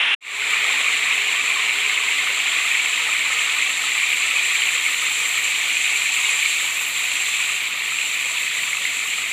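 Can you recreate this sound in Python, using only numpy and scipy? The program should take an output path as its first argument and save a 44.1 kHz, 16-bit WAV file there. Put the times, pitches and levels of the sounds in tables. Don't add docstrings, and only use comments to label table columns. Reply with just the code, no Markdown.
import sys
import numpy as np
from scipy import signal
from scipy.fft import rfft, irfft
from scipy.io import wavfile
from scipy.ndimage import map_coordinates

SR = 44100
rng = np.random.default_rng(int(sys.argv[2]) if len(sys.argv) > 2 else 0)


def file_out(sig):
    cols = np.atleast_2d(sig).T
    lim = np.clip(cols, -1, 1)
    pcm = np.round(lim * 32767).astype(np.int16)
    wavfile.write(sys.argv[1], SR, pcm)


N = 411012


def undb(db):
    return 10 ** (np.asarray(db) / 20)


def unit(x):
    return x / np.sqrt(np.mean(x ** 2))


def add(out, start_s, sound):
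    i = int(start_s * SR)
    out[i:i + len(sound)] += sound[:max(len(out) - i, 0)]


def colour(x, spectrum, size=4096):
    hz, db = np.transpose(spectrum)
    bins_hz = np.maximum(np.arange(size // 2 + 1) * SR / size, 1)
    gain = undb(np.interp(np.log(bins_hz), np.log(hz), db))
    cepstrum = irfft(np.log(gain))
    cepstrum[1:size // 2] *= 2
    cepstrum[size // 2 + 1:] = 0
    impulse = irfft(np.exp(rfft(cepstrum)))
    return unit(signal.fftconvolve(x, impulse)[:N])


def ring(x, hz, t60_s):
    pole = np.exp((2j * np.pi * hz - np.log(1000) / t60_s) / SR)
    return unit(signal.lfilter([1, 0, -1], [1, -2 * pole.real, abs(pole) ** 2], x))


def wander(rate_hz):
    steps = rng.standard_normal(2048)
    return unit(map_coordinates(steps, [np.arange(N) / SR * rate_hz], order=3, mode="wrap"))


def bursts(per_s, spread_db):
    happens = rng.random(N) < per_s / SR
    size = undb(spread_db * np.minimum(rng.standard_exponential(N), 4.3))
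    return unit(happens * size * rng.choice([-1, 1], N))


def bubbles(low_hz, high_hz, cycles, glide, spread_db, count):
    out = np.zeros(N)
    for when, pitch, size, life in rng.random((count, 4)):
        hz = low_hz * (high_hz / low_hz) ** pitch
        age = np.arange(0, 1, hz / (SR * cycles * (.5 + life)))
        life_s = len(age) / SR
        tone = np.sin(2 * np.pi * hz * life_s * age * (1 + glide * age / 2))
        swell = age * np.exp(-8 * age)
        size_db = spread_db * min(-np.log(size), 4)
        add(out, when * N / SR, tone * swell * undb(size_db))
    return unit(out)


# (frequency [Hz], level [dB])
DULL_SPECTRUM = [(88, -80), (150, -40), (289, -30), (567, -28), (612, -25), (818, -20), (1730, -12),
                 (2100, -8), (2270, -5.5), (2860, -2.5), (3540, -11.5), (4540, -34.5), (9630, -37),
                 (15000, -67)]


def dull_frying(t, level_db=-18, end_s=0.151, fade_s=0.008):
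    fade_out = np.clip((end_s - t) / fade_s, 0, 1)
    return colour(bursts(per_s=8400, spread_db=0.5), DULL_SPECTRUM) * undb(level_db) * fade_out


# (frequency [Hz], level [dB])
CRACKLE_SPECTRUM = [(50, -81), (300, -46), (900, -29), (1550, -18), (1880, -10.5), (2100, -5), (2380, -0.5),
                    (2800, -6.5), (3300, -9.5), (3850, -11), (4400, -17), (5100, -29.5), (7400, -33),
                    (15000, -49)]


def crackle(skins, spurts_db, dried_s):
    pops = bubbles(1704, 4314, cycles=22, glide=0.03, spread_db=2.5, count=6000)
    sound = colour(skins + undb(-10.5) * pops, CRACKLE_SPECTRUM) * undb(spurts_db)
    pitch_ratio = 0.99 + 0.005 * dried_s
    return map_coordinates(sound, [np.cumsum(pitch_ratio)], order=3, mode="wrap")


# (frequency [Hz], level [dB])
FIZZ_SPECTRUM = [(100, -57), (2500, -32), (4200, -12.5), (5200, -24), (6000, -14), (6800, -8.5), (7200, -1),
                 (7480, 1.5), (7900, -5.5), (8500, -11.5), (9300, -13), (10500, -19.5), (12000, -26.5),
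                 (15500, -38)]


def fizz(spray, spurts_db):
    pings = bubbles(5474, 10500, cycles=32, glide=0.02, spread_db=2.5, count=5000)
    flicker_db = 0.5 * spurts_db + 0.7 * wander(rate_hz=41)
    return colour(spray + undb(-12.5) * pings, FIZZ_SPECTRUM) * undb(flicker_db)


# (frequency [Hz], level [dB])
MIST_SPECTRUM = [(100, -55), (4000, -25), (8000, -7), (10800, 4.5), (12000, -0.5), (13000, 3.5),
                 (15500, -1)]


def mist(spray):
    clicks = bursts(per_s=14000, spread_db=3.5) + undb(-11) * spray
    return colour(clicks, MIST_SPECTRUM) * undb(1.2 * wander(rate_hz=44))


# (frequency [Hz], level [dB])
SIMMER_SPECTRUM = [(40, -43), (150, -31), (235, -29.5), (340, -9), (500, -10), (600, -14.5), (830, -7),
                   (950, -2.5), (1150, 3.5), (1400, 3.5), (1650, 0), (2100, -31.5)]


def simmer(skins, spurts_db):
    cavities = bubbles(506.4, 1595, cycles=21.4, glide=0.1, spread_db=3, count=2400)
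    flicker_db = spurts_db + 0.67 * wander(rate_hz=11)
    return colour(skins + undb(-11) * cavities, SIMMER_SPECTRUM) * undb(flicker_db)


# (frequency [Hz], t60 [s], level re simmer [dB])
PAN_RESONANCES = [(295.4, 0.056, -20.5), (424.4, 0.12, -21.5), (467, 0.084, -24), (679, 0.051, -22),
                  (766, 0.066, -20), (888, 0.055, -27.5), (1139, 0.051, -17.5), (1893, 0.073, -2),
                  (2166, 0.033, 0.5)]


def pan(skins):
    return sum(ring(skins, hz, t60_s) * undb(db) for hz, t60_s, db in PAN_RESONANCES)


# (time [s], level [dB])
BOIL_LEVELS = [(0.5, 0), (1.0, 0), (1.7, -1), (2.7, 0.2), (3.2, -0.4), (4.1, 0.05), (5.6, -0.2), (6.5, 0),
               (7.4, -1.04), (8.0, -3), (8.6, -3), (9.3, -2.5)]


def sizzle(t, dry_at_s=6.3):
    boil_db = np.interp(t, *np.transpose(BOIL_LEVELS))
    dried_s = np.minimum(t, dry_at_s)
    stir_crackle_db, stir_fizz_db, stir_mist_db = stirring(t)
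    crackle_db = -20 - 0.1538 * dried_s + boil_db + stir_crackle_db
    fizz_db = -32 + 0.7126 * dried_s + boil_db + stir_fizz_db
    mist_db = -46 + 1.02 * dried_s + 0.7 * boil_db + stir_mist_db
    simmer_db = -33.5 - 0.9 * dried_s + 0.57 * boil_db
    spurts_db = 0.46 * wander(rate_hz=26)
    skins = bursts(per_s=7500, spread_db=2.2)
    out = crackle(skins, spurts_db, dried_s) * undb(crackle_db)
    spray = bursts(per_s=16000, spread_db=1) + undb(-13.5) * skins
    out += fizz(spray, spurts_db) * undb(fizz_db)
    out += mist(spray) * undb(mist_db)
    return out + (simmer(skins, spurts_db) + pan(skins)) * undb(simmer_db)


def drone(t, hz=415, t60_s=0.076, level_db=-52.5, hold_s=2.1, fall_db_per_s=30):
    tone = ring(ring(rng.standard_normal(N), hz, t60_s), hz, t60_s)
    return tone * undb(level_db - fall_db_per_s * np.maximum(t - hold_s, 0))


# (frequency [Hz], level [dB])
KITCHEN_SPECTRUM = [(20, -25), (45, -22), (62, -12), (80, -8), (100, 0), (150, 1), (280, -2.5), (600, -5),
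                    (2000, -56)]


def kitchen(t, start_db=-62, rise_db_per_s=0.81):
    return colour(rng.standard_normal(N), KITCHEN_SPECTRUM) * undb(start_db + rise_db_per_s * t)


# (time [s], peak [dB])
DROPLET_SNAPS = [(0.7827, -25), (2.6625, -19), (8.2868, -17)]


def snaps(decay_s=0.0004):
    out, t = np.zeros(N), np.arange(SR // 200) / SR
    for start_s, peak_db in DROPLET_SNAPS:
        crack = np.diff(rng.standard_normal(len(t) + 1)) * np.exp(-t / decay_s)
        add(out, start_s, crack / np.abs(crack).max() * undb(peak_db))
    return out


# (time [s], relative peak [dB], pitch [Hz])
WATER_SPITS = [(0.8664, -10, 2400), (1.1114, -8, 2480), (1.8961, -8, 2170), (1.9759, -6, 2180),
               (2.7976, -4, 2320), (4.3116, -6, 2400), (4.8519, -8, 2360), (5.1174, -7, 2440),
               (5.7688, -8, 2500), (5.8446, -7, 2440), (5.9579, -6, 2380), (8.4307, -12, 2540),
               (8.6343, -6, 2370), (8.7306, -7, 2200), (8.77, -9, 2620), (8.8513, -11, 1980)]
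# (time [s], relative peak [dB], pitch [Hz])
STEAM_PLOPS = [(3.09, -20, 1280), (3.3054, -21, 1290), (3.8377, -19, 1290), (4.0207, -22.5, 1126),
               (5.025, -20, 1250), (7.2838, -25.5, 1140), (7.3911, -24, 1140), (7.9199, -22, 1340),
               (9.0544, -25.5, 1140), (9.181, -25, 1280)]


def steam_pockets(rows, swell_s, ring_s, gain_db):
    out, t = np.zeros(N), np.arange(SR // 25) / SR
    for start_s, peak_db, hz in rows:
        envelope = (1 - np.exp(-t / swell_s)) * np.exp(-t / ring_s)
        pop = np.sin(2 * np.pi * hz * t) * envelope
        add(out, start_s, pop / np.abs(pop).max() * undb(peak_db + gain_db))
    return out


# (centre [s], length [s], crackle [dB], fizz [dB], mist [dB])
SPOON_STROKES = [(5.25, 0.89, -1.5, 0.5, 2), (6.3, 0.35, -0.5, 1.3, -2), (6.858, 0.68, -2.5, -2, 3.5),
                 (7.74, 0.53, -1.5, -4.5, -1.5), (8.42, 0.27, 1.2, 1, 1), (9.3, 0.3, -2, -2, -2)]


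def stirring(t):
    offsets_db = np.zeros((3, N))
    for centre_s, length_s, *layers_db in SPOON_STROKES:
        position = np.clip((t - centre_s) / length_s, -.5, .5)
        offsets_db += np.outer(layers_db, np.cos(np.pi * position) ** 2)
    return offsets_db


def walls(x, t60_s, wet_db):
    t = np.arange(SR // 2) / SR
    tail = rng.standard_normal(len(t)) * np.exp(-np.log(1000) * t / t60_s) * (t > .003)
    wet = signal.fftconvolve(x, tail / np.linalg.norm(tail))[:N]
    return (x + undb(wet_db) * wet) / np.hypot(1, undb(wet_db))


def scene(sizzle_start_s=0.207, fade_s=0.29):
    t = np.arange(N) / SR
    spits = steam_pockets(WATER_SPITS, swell_s=0.00058, ring_s=0.0023, gain_db=-3.5)
    plops = steam_pockets(STEAM_PLOPS, swell_s=0.00089, ring_s=0.004, gain_db=-2.5)
    frying = walls(sizzle(t) + snaps() + spits + plops, t60_s=0.21, wet_db=-10)
    background = drone(t) + kitchen(t)
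    fade_in = np.clip((t - sizzle_start_s) / fade_s, 0, 1)
    return (dull_frying(t) + (frying + background) * fade_in)[None]


def record(dry):
    cutoff_hz = 15400
    return signal.sosfilt(signal.ellip(10, .2, 70, cutoff_hz, fs=SR, output="sos"), dry)


dry = scene()
out = record(dry)
file_out(out)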